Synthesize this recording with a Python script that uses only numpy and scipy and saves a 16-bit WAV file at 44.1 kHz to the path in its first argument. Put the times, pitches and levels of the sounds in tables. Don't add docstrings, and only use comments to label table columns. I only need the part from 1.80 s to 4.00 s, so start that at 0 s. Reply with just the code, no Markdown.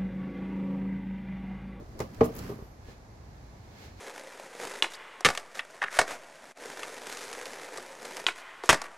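import sys
import numpy as np
from scipy import signal
from scipy.fft import rfft, irfft
from scipy.io import wavfile

SR = 44100
rng = np.random.default_rng(int(sys.argv[2]) if len(sys.argv) > 2 else 0)


def file_out(sig):
    cols = np.atleast_2d(sig).T
    lim = np.clip(cols, -1, 1)
    pcm = np.round(lim * 32767).astype(np.int16)
    wavfile.write(sys.argv[1], SR, pcm)


N = 97020
TIME_S = np.arange(N) / SR
FREQ_HZ = np.maximum(np.arange(N // 2 + 1) * SR / N, 1)

# (time [s], level [dB], brightness [Hz], bass edge [Hz], pitch [ratio],
# share of free ring time [ratio], crack level [dB])
BOX_KNOCKS = [(0.1925, -25, 900, 200, .93, .4, -41), (0.2020, -5, 2400, 380, .92, .45, -28),
              (0.2135, -20, 2400, 450, .93, .7, -36), (0.4078, -21, 1500, 200, 1.0, .25, -22),
              (0.4108, 2, 2200, 20, 1.0, .95, -29), (0.4325, -19, 2200, 1000, 1.0, .7, -32),
              (0.4475, -22, 1800, 800, .96, .8, -36), (0.4870, -22, 600, 120, 1.0, .8, -52),
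              (0.5620, -26, 450, 100, .96, .9, -56), (0.5960, -28, 500, 100, .96, .8, -52),
              (0.6270, -31, 2000, 1200, 1.0, .8, -45), (0.6470, -7, 150, 110, .9, .55, -58),
              (0.6945, -15, 1000, 150, .9, .7, -44), (0.7170, -20, 750, 150, .93, .9, -52),
              (0.7885, -12, 520, 520, .89, .42, -54)]
# (frequency [Hz], level [dB], free t60 [s])
BOX_MODES = [(70, -33, 0.24), (121, -23, 0.11), (169, -26.5, 0.22), (241.5, -20, 0.24), (307, -29, 0.31),
             (390, -19, .065), (450, -11, .12), (484, -27, .16), (548.4, -26.5, 0.11), (646, -19.5, 0.058),
             (759, -18, 0.042), (818, -19.5, 0.049), (1050, -35.5, 0.12), (1170, -38, 0.071)]
# (frequency [Hz], level [dB])
CRACK_SPECTRUM = [(300, -18), (900, 18.5), (1250, 2.5), (1650, 4.5), (2100, 4.5), (2600, -3.5),
                  (3200, -14.5), (5500, -14), (7300, -22.5), (8500, -27), (12000, -39), (16000, -40)]
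# (frequency [Hz], level [dB])
FLUTTER_SPECTRUM = [(60, -22), (120, 13), (250, 10.5), (500, 3.5), (800, -8), (1200, 6), (1600, -33),
                    (2300, -22), (3500, -26.5), (16000, -76)]
# (time [s], level [dB], low edge [Hz], left-right [dB], t60 [s])
TAPE_TICKS = [(0.1915, -39, 4440, 1, 0.014), (0.2022, -35, 4000, -3, 0.022),
              (0.345, -49.5, 3450, -7, 0.016), (0.4424, -32, 5500, 5, 0.0057),
              (0.4493, -34, 9000, 7.5, .004), (0.4560, -40, 9100, 2, 0.022),
              (0.4627, -52, 9000, 2.5, 0.011), (0.54, -51, 3500, 3, 0.022),
              (0.5515, -36, 12200, 17, 0.0058), (0.564, -37, 8000, -2, 0.0099),
              (0.5710, -42, 10000, 6, .015), (0.5846, -43, 6930, 11, 0.012),
              (0.5900, -39, 3820, 1.5, 0.027)]
# (frequency [Hz], level [dB])
TICK_SPECTRUM = [(2000, 15.5), (5000, 6), (7300, 9), (8700, -5), (11000, 3.5), (13000, -0.5), (16000, -3.5)]
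# (time [s], level [dB])
SCRAPE_ENVELOPE = [(0, -60), (.18, -53.5), (.215, -36), (.27, -54.5), (.35, -49), (.39, -48), (.45, -36),
                   (.48, -47.5), (.53, -46), (.585, -39.5), (.61, -40.5), (.665, -41.5), (.705, -41.5),
                   (.75, -49.5), (.88, -58.5), (.98, -112)]
# (frequency [Hz], level [dB])
SCRAPE_SPECTRUM = [(200, 18), (700, 0.5), (1300, 1), (2300, -4.5), (3500, -12), (5000, -9), (7000, -14),
                   (8700, -19), (13000, -16), (16000, -21)]
# (frequency [Hz], left-right [dB])
SCRAPE_PAN = [(2000, -1), (6000, 1.5), (12000, -1.5)]
# (time [s], level [dB])
EXIT_HISS_ENVELOPE = [(.62, -88), (.69, -61), (.77, -73), (.83, -70.5), (.92, -74), (.98, -90)]
# (peak time [s], level [dB], half-length [s])
HAND_BUMPS = [(0.003, -42.5, 0.041), (0.167, -44.5, 0.026), (0.396, -41.5, 0.017), (0.825, -42, 0.0074),
              (1.09, -46, 0.013)]
# (frequency [Hz], level [dB])
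BUMP_SPECTRUM = [(50, 13.5), (110, 2.5), (160, 3), (235, 5), (330, -3), (450, 2.5), (700, -8.5),
                 (1500, -21), (8000, -48)]
# (peak time [s], level [dB], rise [s], fall [s])
SLEEVE_SWISHES = [(1.106, -56, 0.048, 0.031), (1.62, -67, 0.37, 0.45), (2.042, -52.5, .075, 0.047),
                  (2.195, -59, 0.017, .03)]
# (frequency [Hz], level [dB])
SLEEVE_SPECTRUM = [(150, -4), (300, 1), (600, 0), (1300, -6.5), (2500, -5.5), (3100, -9), (4300, -9.5),
                   (7000, -13.5), (8700, -23), (13000, -20.5), (16000, -26)]
# (frequency [Hz], width [Hz], level [dB])
SLEEVE_TONES = [(1697, 71, 5.5), (2160, 120, 1), (4130, 260, -5)]
# (frequency [Hz], level [dB])
ECHO_SPECTRUM = [(600, 18), (1200, -11), (3000, 8.5), (8000, -0.5), (16000, 8.5)]
# (frequency [Hz], level [dB])
RUMBLE_SPECTRUM = [(22, -31), (32, -4), (42, -0.5), (56, 3.5), (75, -2), (112, 0.5), (160, -11),
                   (240, -11.5), (330, -14), (500, -17.5), (800, -17), (1300, -24.5), (2000, -28),
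                   (3000, -39), (4400, -35), (6800, -37), (8400, -46.5), (12000, -45.5), (16000, -60)]
# (frequency [Hz], left-right correlation [-1..1])
STEREO_CORRELATION = [(60, .97), (140, 0.97), (290, 0.88), (640, 0.28), (1400, -0.17), (3000, 0.12),
                      (15000, -0.13)]
# (frequency [Hz], left-right [dB])
STEREO_BALANCE = [(60, -0.5), (380, 0.5), (700, -1.5), (2400, -1.5), (4400, -5.5), (8000, -3), (15000, 3)]


def from_db(db):
    return 10 ** (np.asarray(db) / 20)


def unit_rms(x):
    return x / np.sqrt(np.mean(x ** 2) + 1e-20)


def over_hz(points):
    hz, value = np.transpose(points)
    return np.interp(np.log(FREQ_HZ), np.log(hz), value)


def pan(db):
    return from_db(np.array([[.5], [-.5]]) * db)


def rolloff(ratio):
    return 1 / (1 + ratio ** 2)


def coloured(spectrum, source=None):
    mid, side = rfft(rng.standard_normal((2, N)) if source is None else source)
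    correlation = np.clip(over_hz(STEREO_CORRELATION), -.99, .99)
    pair = np.sqrt(1 + correlation) * mid + np.sqrt(1 - correlation) * side * np.array([[1], [-1]])
    gain = from_db(over_hz(spectrum)) * pan(over_hz(STEREO_BALANCE)) * rolloff(20 / FREQ_HZ)
    return unit_rms(irfft(pair * gain, N))


def burst(start_s, rise_s, t60_s):
    age_s = np.maximum(TIME_S - start_s, 0)
    attack = 1 - np.exp(-(age_s / rise_s) ** 2)
    return attack * np.exp(-np.minimum(np.log(1000) * age_s / t60_s, 100))


def high_pass(x, edge_hz):
    return signal.sosfilt(signal.butter(3, edge_hz, "high", fs=SR, output="sos"), x)


def box_knocks(rise_s=0.00024, scatter_db=0.5, flutter_db=-25, flutter_ref_hz=400):
    body, crack, flutter = np.zeros((3, N))
    t = TIME_S[:SR // 2]
    for start_s, db, bright_hz, bass_hz, pitch, ring_share, crack_db in BOX_KNOCKS:
        start = int(start_s * SR)
        for k, (hz, mode_db, t60_s) in enumerate(BOX_MODES):
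            gain = from_db(db + mode_db + scatter_db * rng.standard_normal())
            gain *= rolloff(hz / bright_hz) * rolloff(bass_hz / hz)
            envelope = (1 - np.exp(-t / rise_s)) * np.exp(-np.log(1000) * t / (t60_s * ring_share))
            swing = (-1) ** k * np.sin(2 * np.pi * hz * pitch * t)
            body[start:start + len(t)] += gain * envelope * swing
        crack += from_db(crack_db) * burst(start_s, rise_s=0.00083, t60_s=0.039)
        touch = rolloff(flutter_ref_hz / bright_hz) * rolloff(bass_hz / flutter_ref_hz)
        flutter += from_db(db + flutter_db) * touch * burst(start_s, rise_s, t60_s=0.21)
    return body + crack * coloured(CRACK_SPECTRUM) + flutter * coloured(FLUTTER_SPECTRUM)


def tape_ticks(fizz_db=-18.5):
    ticks, noise = np.zeros((2, N)), coloured(TICK_SPECTRUM)
    for start_s, db, edge_hz, pan_db, t60_s in TAPE_TICKS:
        snap = burst(start_s, rise_s=0.0002, t60_s=t60_s)
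        fizz = from_db(fizz_db) * burst(start_s, rise_s=0.0027, t60_s=0.072)
        ticks += from_db(db) * pan(pan_db) * (snap + fizz) * unit_rms(high_pass(noise, edge_hz))
    return ticks


def blade_scrape(fibres_per_s=4000, spread_db=3.5, fibre_share=0.7):
    plucks = from_db(spread_db * np.minimum(rng.exponential(1, (2, N)), 5))
    plucks *= rng.choice([-1, 1], (2, N))
    fibres = unit_rms(plucks * (rng.random(N) < fibres_per_s / SR))
    friction = rng.standard_normal((2, N))
    rub = coloured(SCRAPE_SPECTRUM, np.sqrt(fibre_share) * fibres + np.sqrt(1 - fibre_share) * friction)
    level_db = np.interp(TIME_S, *np.transpose(SCRAPE_ENVELOPE))
    return from_db(level_db) * irfft(rfft(rub) * pan(over_hz(SCRAPE_PAN)), N)


def blade_exit_hiss(centre_hz=12100, sigma_hz=1300):
    band = np.exp(-((FREQ_HZ - centre_hz) / sigma_hz) ** 2 / 2)
    hiss = unit_rms(irfft(rfft(rng.standard_normal((2, N))) * band, N))
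    level_db = np.interp(TIME_S, *np.transpose(EXIT_HISS_ENVELOPE), left=-120, right=-120)
    return from_db(level_db) * hiss


def hand_bumps():
    envelope = sum(from_db(db) * np.exp(-((TIME_S - peak_s) / half_s) ** 2)
                   for peak_s, db, half_s in HAND_BUMPS)
    return envelope * coloured(BUMP_SPECTRUM)


def sleeve_swish(tones_db=-9):
    envelope = sum(from_db(db) * rolloff((TIME_S - peak_s) / np.where(TIME_S < peak_s, rise_s, fall_s))
                   for peak_s, db, rise_s, fall_s in SLEEVE_SWISHES)
    peaks = sum(from_db(db) * rolloff(2 * (FREQ_HZ - hz) / width_hz) for hz, width_hz, db in SLEEVE_TONES)
    white = rfft(rng.standard_normal((2, N)))
    tones = unit_rms(irfft(white * peaks * pan(over_hz(STEREO_BALANCE)), N))
    return envelope * (coloured(SLEEVE_SPECTRUM) + from_db(tones_db) * tones)


def yard_echo(direct, level_db=-9.5):
    response = coloured(ECHO_SPECTRUM) * burst(start_s=0.011, rise_s=0.0025, t60_s=0.25)
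    response /= np.sqrt(np.sum(response ** 2) / 2)
    echo = signal.fftconvolve(high_pass(direct, edge_hz=750), response, axes=1)
    return from_db(level_db) * echo[:, :N]


def distant_rumble(level_db=-49):
    return from_db(level_db) * coloured(RUMBLE_SPECTRUM)


def scene():
    cutting = box_knocks() + tape_ticks() + blade_scrape()
    return cutting + yard_echo(cutting) + blade_exit_hiss() + hand_bumps() + sleeve_swish() + distant_rumble()


def record(dry):
    cutoff_hz = 15900
    return signal.sosfilt(signal.ellip(10, .1, 80, cutoff_hz, fs=SR, output="sos"), dry)


dry = scene()
out = record(dry)
file_out(out)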